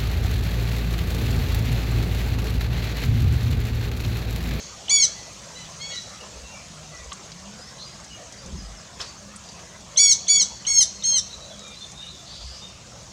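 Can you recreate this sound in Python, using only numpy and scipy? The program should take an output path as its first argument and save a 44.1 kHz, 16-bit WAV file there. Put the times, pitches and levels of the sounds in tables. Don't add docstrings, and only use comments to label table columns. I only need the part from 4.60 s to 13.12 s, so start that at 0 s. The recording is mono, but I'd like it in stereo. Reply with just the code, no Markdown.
import sys
import numpy as np
from scipy import signal
from scipy.fft import rfft, irfft
from scipy.io import wavfile
from scipy.ndimage import uniform_filter1d

SR = 44100
rng = np.random.default_rng(int(sys.argv[2]) if len(sys.argv) > 2 else 0)


def materialize(psi):
    bounded = np.clip(np.atleast_2d(psi).T, -1, 1)
    quanta = np.round(bounded * 32767).astype(np.int16)
    wavfile.write(sys.argv[1], SR, quanta)


def boost_factor(decibels):
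    exponent = np.asarray(decibels, float) / 20
    return 10 ** exponent


N = 375732
LEFT_RIGHT = np.array([[.5], [-.5]])


def evened(x):
    return x / np.sqrt(np.mean(x ** 2) + 1e-20)


def read(points, hz):
    f, value = np.transpose(points)
    return np.interp(np.log(hz + 1), np.log(f + 1), value)


def add(mix, s, sound):
    part = mix[..., round(s * SR):][..., :sound.shape[-1]]
    part += sound[..., :part.shape[-1]]


def wander(count, blur_hz):
    r = np.exp(-np.pi * blur_hz / SR)
    z = rng.standard_normal((count + 2000, 2)) @ [1, 1j]
    z = signal.lfilter([1], np.convolve([1, -r], [1, -r]), z)[2000:]
    return z / np.sqrt(np.mean(abs(z) ** 2))


# frequency in Hz, level in dB over the effort.
SECOND = [(1800, -19), (2050, -26.5), (2100, -16), (2140, -38.5), (2195, -9), (2250, -14.5), (2320, -10.5)]
THIRD = [(2700, -41), (3000, -18), (3110, -9.5), (3175, -10), (3260, -31.5), (3320, -16.5), (3370, -5),
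         (3450, -16)]
FOURTH = [(3600, -3), (3950, -8), (4170, -3), (4290, -3), (4390, -11), (4480, -5), (4600, -7)]
SIXTH = [(5400, 4.5), (5900, 4), (6250, 3.5), (6500, 3.5), (6650, 0.5), (6900, 2)]
# frequency in Hz, level in dB over the 6th partial.
BEAK = [(4800, -1.5), (7000, -3), (8000, -14.5), (9100, -22), (10000, -29), (11300, -48), (12400, -49.5),
        (13500, -67), (15500, -68)]
# frequency in Hz, left-right dB toward the palm.
PORTS = [(2000, 3), (3500, 1), (4500, 4), (5300, -1), (6400, 5.5), (6800, -3.5), (7400, 10), (8000, 4.5),
         (8900, -4.5), (10500, 7)]
# frequency in Hz, radians the left port leads.
LEAD = [(0, 0.66), (3100, -0.31), (4220, 0.76), (4480, -0.74), (5860, 0.93), (6550, -1.02), (6800, -0.84),
        (7750, -1.1), (8270, -0.36), (8530, -1.9), (9560, 1), (10800, -0.55), (11700, -0.3), (15300, 0.0)]


def scream(length, db, swell_db, arch, head):
    top_hz, rise, sag, collapse, drop_hz = arch
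    second_db, third_db, odd_db, top_db = head
    t = np.arange(0, length, 1 / SR)
    to_end = t - length

    hz = top_hz - 250 * np.exp(-t / rise) - sag * t
    hz = hz - drop_hz * np.maximum(1 + to_end / collapse, 0) ** 1.8
    turns = np.cumsum(hz * (1 + 0.004 * wander(len(t), 145).real)) / SR

    effort = db + swell_db * (t / length - .5)
    effort = effort - 15 * np.exp(-t / 0.005) - 24 * np.exp(to_end / 0.0058)
    low = effort - np.exp(-t / 0.007) - 21 * np.exp(to_end / 0.007)
    sixth = effort + read(SIXTH, 6 * hz)
    late_db = odd_db - 26 * np.exp(-(t / 0.011) ** 2) - 12 * np.exp(-(to_end / 0.013) ** 2)

    level = {}
    for k in range(5, 14):
        level[k] = sixth + read(BEAK, k * hz)
        if k % 2:
            level[k] = level[k] + late_db - (k > 10) * odd_db
        if k > 8:
            level[k] = level[k] + top_db - 14 * np.exp(-t / 0.0068)
    level[2] = low + second_db + read(SECOND, 2 * hz)
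    level[1] = level[2] - 28
    level[3] = low + third_db + read(THIRD, 3 * hz)
    level[4] = effort + read(FOURTH, 4 * hz)
    level[6] = sixth

    out = 0
    for k, partial_db in level.items():
        flutter_db = (1.2 + .17 * k) * wander(len(t), 60).real
        apart = .5 * wander(len(t), 22)
        lead = LEFT_RIGHT * (1.3 * read(LEAD, k * hz) + k / 6 * apart.imag)
        tone = np.sqrt(2) * np.cos(2 * np.pi * (k * turns + rng.random()) + lead)
        side_db = LEFT_RIGHT * (read(PORTS, k * hz) + 5 * apart.real)
        out = out + boost_factor(partial_db + flutter_db + side_db) * tone
    return out * signal.windows.tukey(len(t), .04)


def note(length, first_hz, last_hz, db, blur_hz):
    u = np.linspace(0, 1, round(length * SR))
    turns = np.cumsum(first_hz + (last_hz - first_hz) * u) / SR
    carrier = np.exp(2j * np.pi * turns)
    tone = ((70 / blur_hz + wander(len(u), 2.17 * blur_hz)) * carrier).real
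    return boost_factor(db + LEFT_RIGHT * 1.5) * evened(tone) * signal.windows.tukey(len(u), .6)


def notes_of(rows, blur_hz):
    mix = np.zeros((2, N))
    for s, *row in rows:
        add(mix, s, note(*row, blur_hz))
    return mix


# start in seconds, length in seconds, effort in dB, swell of the effort in dB.
SCREAMS = [
    (0.293, 0.17, -19, -2),
    (5.37, 0.17, -15.5, -0.5),
    (5.679, .16, -17.5, 0),
    (6.065, .178, -19.5, 6.5),
    (6.433, 0.17, -23.5, 2.5),
]
# pitch in Hz, rise in seconds, sag in Hz per second,
# collapse in seconds, collapse in Hz.
ARCH = [(1169.5, 0.0078, 540, .06, 165), (1172, .012, 540, .035, 200), (1149.4, 0.0063, 300, 0.052, 200),
        (1112.7, 0.00498, 300, .047, 205), (1091.2, 0.00615, 280, 0.05, 190)]
# 2nd partial in dB, 3rd in dB, high odd partials in dB,
# partials above 9.5 kHz in dB.
HEAD = [(1, -0.5, -8.5, 1.5), (-4.5, -4.5, -6, 5), (-5, -4, -10.5, 1), (-1.5, 1, -9, 6.5),
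        (-0.5, 1.5, -15.5, 3)]
# lead in seconds, pitch in Hz, level in dB.
OPENINGS = [(.013, 2900, -31), (.011, 3180, -33.5), (.012, 3220, -36.5), (.016, 2780, -33.5),
            (.012, 3570, -35.5)]


def near_parakeet():
    mix = np.zeros((2, N))
    for (s, *row), arch, head, (lead, hz, db) in zip(SCREAMS, ARCH, HEAD, OPENINGS):
        add(mix, s, scream(*row, arch, head))
        add(mix, s - lead, note(0.0135, hz, 1.15 * hz, db, blur_hz=249))
    return mix


# multiple of the pitch, level in dB.
FAR_ORDERS = [(2, -0.5), (3, -2), (4, 3.5), (5, -12), (6, 2), (7, -14), (8, -36)]


def far_call(length, hz, db, blur_hz):
    u = np.linspace(0, 1, round(length * SR))
    arch = 1 - .13 * np.exp(-u / .17) - .03 * u - .12 * np.exp((u - 1) / .1)
    turns = np.cumsum(hz * arch) / SR
    stack = 0
    for k, order_db in FAR_ORDERS:
        dull_db = 0.031 * blur_hz * max(k - 3.5, 0)
        blurred = 50 / blur_hz + wander(len(u), blur_hz)
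        stack = stack + boost_factor(order_db - dull_db) * (blurred * np.exp(2j * np.pi * k * turns)).real
    return boost_factor(db + LEFT_RIGHT * 6.5) * evened(stack) * signal.windows.tukey(len(u), .5)


# start in seconds, length in seconds, pitch in Hz, level in dB, blur in Hz.
FAR = [
    (0.938, 0.12, 1032, -43.5, 39),
    (1.183, 0.185, 1140, -35.5, 8),
    (1.292, 0.115, 1007, -40.5, 66),
]


def far_parakeets():
    mix = np.zeros((2, N))
    for s, *row in FAR:
        add(mix, s, far_call(*row))
    return mix


# start in seconds, length in seconds, first Hz, last Hz, level in dB. The first row is the
# 2 kHz tone of the faint far parakeet call.
WHISTLES = [(0.964, 0.065, 2020, 2050, -60), (8.009, 0.079, 3640, 3670, -41.5),
            (0.524, 0.19, 2010, 1988, -54), (1.599, 0.044, 2930, 2660, -46.5),
            (1.814, 0.17, 2660, 2820, -50.5), (1.929, 0.099, 2356, 2325, -47.5),
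            (2.307, 0.14, 2010, 1927, -50), (2.994, .12, 4770, 5700, -47), (3.209, 0.15, 4860, 4880, -49),
            (3.518, 0.037, 5150, 4920, -51), (3.495, 0.071, 2970, 2840, -46),
            (3.509, 0.086, 6400, 6440, -48), (3.767, 0.04, 4730, 4700, -46),
            (3.97, 0.058, 5150, 4870, -45.5), (4.03, 0.046, 5070, 5000, -49),
            (4.156, 0.052, 5840, 4720, -50), (4.394, 0.033, 5480, 4960, -39),
            (4.443, 0.093, 4570, 4620, -49.5), (4.856, 0.06, 4840, 4680, -50),
            (7.016, 0.15, 2374, 2394, -55)]


def whistles():
    return notes_of(WHISTLES, blur_hz=50)


# start in seconds, length in seconds, first Hz, last Hz, level in dB. The last
# row is the rough 4 kHz part of a far parakeet call.
WARBLE = [(6.685, 0.075, 3680, 4090, -42.5), (6.779, 0.16, 3840, 3990, -50.5),
          (6.889, 0.087, 3570, 3180, -50), (6.968, 0.091, 3870, 3747, -48.5),
          (7.018, 0.068, 3660, 3790, -48), (7.091, 0.062, 3650, 3620, -48), (7.133, 0.13, 3900, 4320, -47),
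          (7.202, 0.067, 3580, 3590, -39.5), (7.33, 0.19, 3690, 3730, -43),
          (7.465, 0.061, 4060, 3980, -44.5), (7.503, 0.135, 3620, 3490, -51),
          (7.396, 0.095, 2760, 3070, -50.5), (7.702, 0.083, 3800, 4020, -46),
          (1.303, 0.12, 3880, 4010, -40)]
# start in seconds, length in seconds, first Hz, last Hz, level in dB.
CHATTER = [
    (3.175, 0.077, 3920, 4300, -42),
    (7.641, 0.242, 3600, 3500, -51),
    (7.64, 0.165, 4200, 4760, -45),
    (7.74, .32, 4600, 5030, -45.5),
    (7.748, 0.57, 3115, 2700, -57.5),
]


def far_song():
    return notes_of(WARBLE, blur_hz=105) + notes_of(CHATTER, blur_hz=320)


# frequency in Hz, t60 in seconds.
TREES = [(2000, 0.55), (4500, 1), (6500, 0.68), (10000, 0.27)]


def trees(x, close_db):
    taps = np.zeros((2, SR))
    at = np.arange(100, SR - 20, 20) + rng.integers(0, 20, (1, (SR - 101) // 20))
    shared = rng.choice([-1., 1.], at.shape)
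    own = rng.choice([-1., 1.], (2, at.size))
    np.put_along_axis(taps, at + [[0], [0]], shared + 0.5 * own, 1)
    taps *= 1 + boost_factor(close_db - 60 * np.arange(SR) / SR / 0.17)
    hz, t, z = signal.stft(taps, SR, nperseg=256)
    decay = boost_factor(-60 * t / read(TREES, hz)[:, None])
    tail = signal.istft(z * decay, SR, nperseg=256)[1]
    return signal.oaconvolve(x, tail[:, :SR * 2 // 3] / np.linalg.norm(tail[0]), axes=1)[:, :N]


def earlier_echo():
    earlier = scream(*SCREAMS[0][1:], ARCH[0], HEAD[0])
    echo = trees(np.pad(earlier, ((0, 0), (0, SR))), close_db=-7)
    mix = np.zeros((2, N))
    add(mix, 0, boost_factor(-15) * echo[:, earlier.shape[1] + 2500:])
    return mix


def snap(db, hz, side_db, width_hz, decay):
    t = np.arange(round(6 * decay * SR)) / SR
    band = (wander(len(t), width_hz) * np.exp(2j * np.pi * hz * t)).real
    band = band * np.exp(-t / decay) * np.minimum(t / 0.00063, 1)
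    band = signal.lfilter(*signal.butter(4, 9500, fs=SR), band)
    return boost_factor(db + LEFT_RIGHT * side_db) * band / abs(band).max()


# start in seconds, peak in dB, pitch in Hz, left-right dB.
TICKS = [(2.5158, -39, 1060, 1.2), (2.5293, -28, 6450, 13), (2.7175, -31, 4630, 7), (3.3994, -37, 6100, 4),
         (3.4431, -35, 6500, 4), (3.7232, -32, 6130, 4), (3.86, -32, 6370, -2), (4.4132, -20.5, 5360, 9),
         (4.7604, -28.5, 8200, 8), (4.888, -33, 4900, 2.2), (6.994, -42, 3900, 0), (7.08, -33.5, 6500, 5),
         (7.317, -31.5, 6720, 2.2), (7.944, -37, 4770, 9)]
# start in seconds, peak in dB, pitch in Hz, width in Hz,
# decay in seconds.
KNOCKS = [
    (2.519, -29.5, 1075, 200, 0.006),
    (1.346, -26, 5800, 2000, 0.077),
    (2.519, -26.5, 3260, 1200, 0.0035),
    (4.398, -30, 1387, 1500, 0.028),
    (4.403, -26, 3420, 700, 0.0096),
    (4.418, -29, 4610, 3030, 0.052),
    (6.993, -27, 6800, 2000, 0.0019),
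]


def fronds():
    mix = np.zeros((2, N))
    for s, *row in TICKS:
        add(mix, s, snap(*row, width_hz=2700, decay=0.0064))
    for s, db, hz, *ring in KNOCKS:
        add(mix, s, snap(db, hz, 1.7, *ring))
    return mix


# start in seconds, length in seconds, first Hz, last Hz, level in dB. The first row is a
DRONE = [(3.83, 0.39, 50.1, 49.2, -39), (.9, 0.49, 158.5, 154.5, -51), (2.0, 0.42, 159.6, 152.5, -50.5),
         (2.66, 0.38, 152.6, 232.5, -46.5), (4.6, 0.21, 195.7, 210, -48.5), (5.1, 0.22, 203, 202, -52.5),
         (5.72, 0.22, 178.6, 210, -48), (6.22, 0.54, 200, 187, -54), (6.85, 0.37, 204, 204.3, -52),
         (8.0, 0.56, 130.5, 110.5, -53)]


def engine():
    return notes_of(DRONE, blur_hz=14)


# frequency in Hz, left-right likeness.
SAME = [(40, 0.73), (130, 0.81), (290, 0.77), (640, 0.93), (1400, 0.85), (3100, 0.7), (6800, 0.093),
        (15000, 0.037)]
# frequency in Hz, left-right dB.
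LEAN = [(60, 1.0), (180, 1.5), (550, 2.5), (1650, 1.5), (4970, 1.5), (15000, 1.0)]


def hiss(field_db, size):
    frames = N * 4 // size + 5
    hz = np.fft.rfftfreq(size, 1 / SR)[:, None]
    a, b, c, d = rng.standard_normal((frames, len(hz), 4)).T
    same = np.clip(read(SAME, hz), -1, 1)
    left = a + 1j * b
    z = np.array([left, same * left + np.sqrt(1 - same ** 2) * (c + 1j * d)])
    level_db = field_db(hz, np.arange(frames) * size / 4 / SR)
    z *= boost_factor(level_db + LEFT_RIGHT[:, :, None] * read(LEAN, hz))
    return evened(signal.istft(z, nperseg=size, noverlap=size * 3 // 4)[1][:, :N])


# start in seconds, length in seconds, bump in dB, roar in dB over the steady breeze.
GUSTS = [
    (1.75, 0.13, 12, -1),
    (2.366, .16, 13.5, -4.5),
    (3.325, 0.064, 3, 2.5),
    (3.822, 0.23, 16, 9),
    (5.768, 0.13, 7, -1.5),
    (6.536, 0.068, 8, -4),
    (6.74, 0.12, 5, 0),
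    (7.774, 0.17, 15.5, -2),
]
# frequency in Hz, level in dB per Hz.
BUMP = [(20, -19), (32, -11), (47, -8.5), (60, 4), (85, -10)]
ROAR = [(70, -8.5), (100, -1), (200, 0), (250, -10.5), (400, -14.5)]


def wind():
    hz = np.fft.rfftfreq(N, 1 / SR)
    gusts_db = np.zeros((2, N))
    for s, length, *db in GUSTS:
        add(gusts_db, s, np.outer(db, signal.windows.tukey(round(length * SR), .35)))
    lumps_db = 0.5 * wander(N, 7.2).real
    flat = rfft(hiss(lambda f, _: 0 * f, size=1024))
    bump = evened(irfft(flat * boost_factor(read([(1, -82)] + BUMP + [(200, -86)], hz)), N))
    roar = evened(irfft(flat * boost_factor(read([(30, -80)] + ROAR + [(900, -80)], hz)), N))
    return boost_factor(-56 + gusts_db[0] + lumps_db) * bump + boost_factor(-50 + gusts_db[1]) * roar


# frequency in Hz, level in dB per Hz.
AIR = [(130, -49), (250, -21), (400, -19.5), (560, -7), (800, -16), (1140, -12.5), (1500, -18),
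       (3000, -19.5), (4500, -17.5), (6500, -11.5), (7400, -17), (9500, -30.5), (12500, -41.5),
       (15700, -46)]
# time in seconds, level in dB.
STIR = [(0, 3.5), (.57, 4), (1.2, 4.5), (2.6, 2.5), (4.3, 1.45), (8, 1.4), (8.2, -0.5), (8.52, 1.5)]


def air():
    s, stir_db = np.transpose(STIR)

    def patchwork(hz, t, span):
        return uniform_filter1d(rng.standard_normal((len(t), len(hz))), span, 0)

    def field_db(hz, t):
        leaves = np.clip(np.log2((hz + 1) / 1500) / 1.15, 0, 1)
        flicker_db = .85 * (rng.exponential(1, len(t)) - 1)
        traffic_db = -.45 * (t - t.mean())
        swell_db = (1 - leaves) * traffic_db + leaves * (np.interp(t, s, stir_db) + flicker_db)
        shake_db = 8.5 * np.exp(-((t - 4.41) / 0.018) ** 2)
        patches = evened(uniform_filter1d(patchwork(hz, t, 10), 8, 1)).T
        streaks = evened(patchwork(hz, t, 30)).T
        texture_db = 1.8 * patches + 3.64 * (1 - 0.45 * leaves) * streaks
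        return read(AIR, hz) + swell_db + shake_db + texture_db
    return boost_factor(-42.5) * hiss(field_db, size=512)


def scene():
    near = near_parakeet()
    far = far_parakeets() + whistles()
    song = far_song()
    birds = near + boost_factor(-7.5) * trees(near, close_db=15.5)
    birds = birds + far + boost_factor(-7) * trees(far, close_db=6)
    birds = birds + song + boost_factor(-4) * trees(song, close_db=3)
    return birds + earlier_echo() + fronds() + engine() + wind() + air()


def band_limit(x):
    return signal.sosfilt(signal.butter(12, 15800, fs=SR, output="sos"), x)


def record(dry):
    over = np.maximum(abs(dry) - .8, 0)
    held = dry - np.sign(dry) * (over - .15 * np.tanh(over / .15))
    return band_limit(held)


dry = scene()
out = record(dry)
materialize(out)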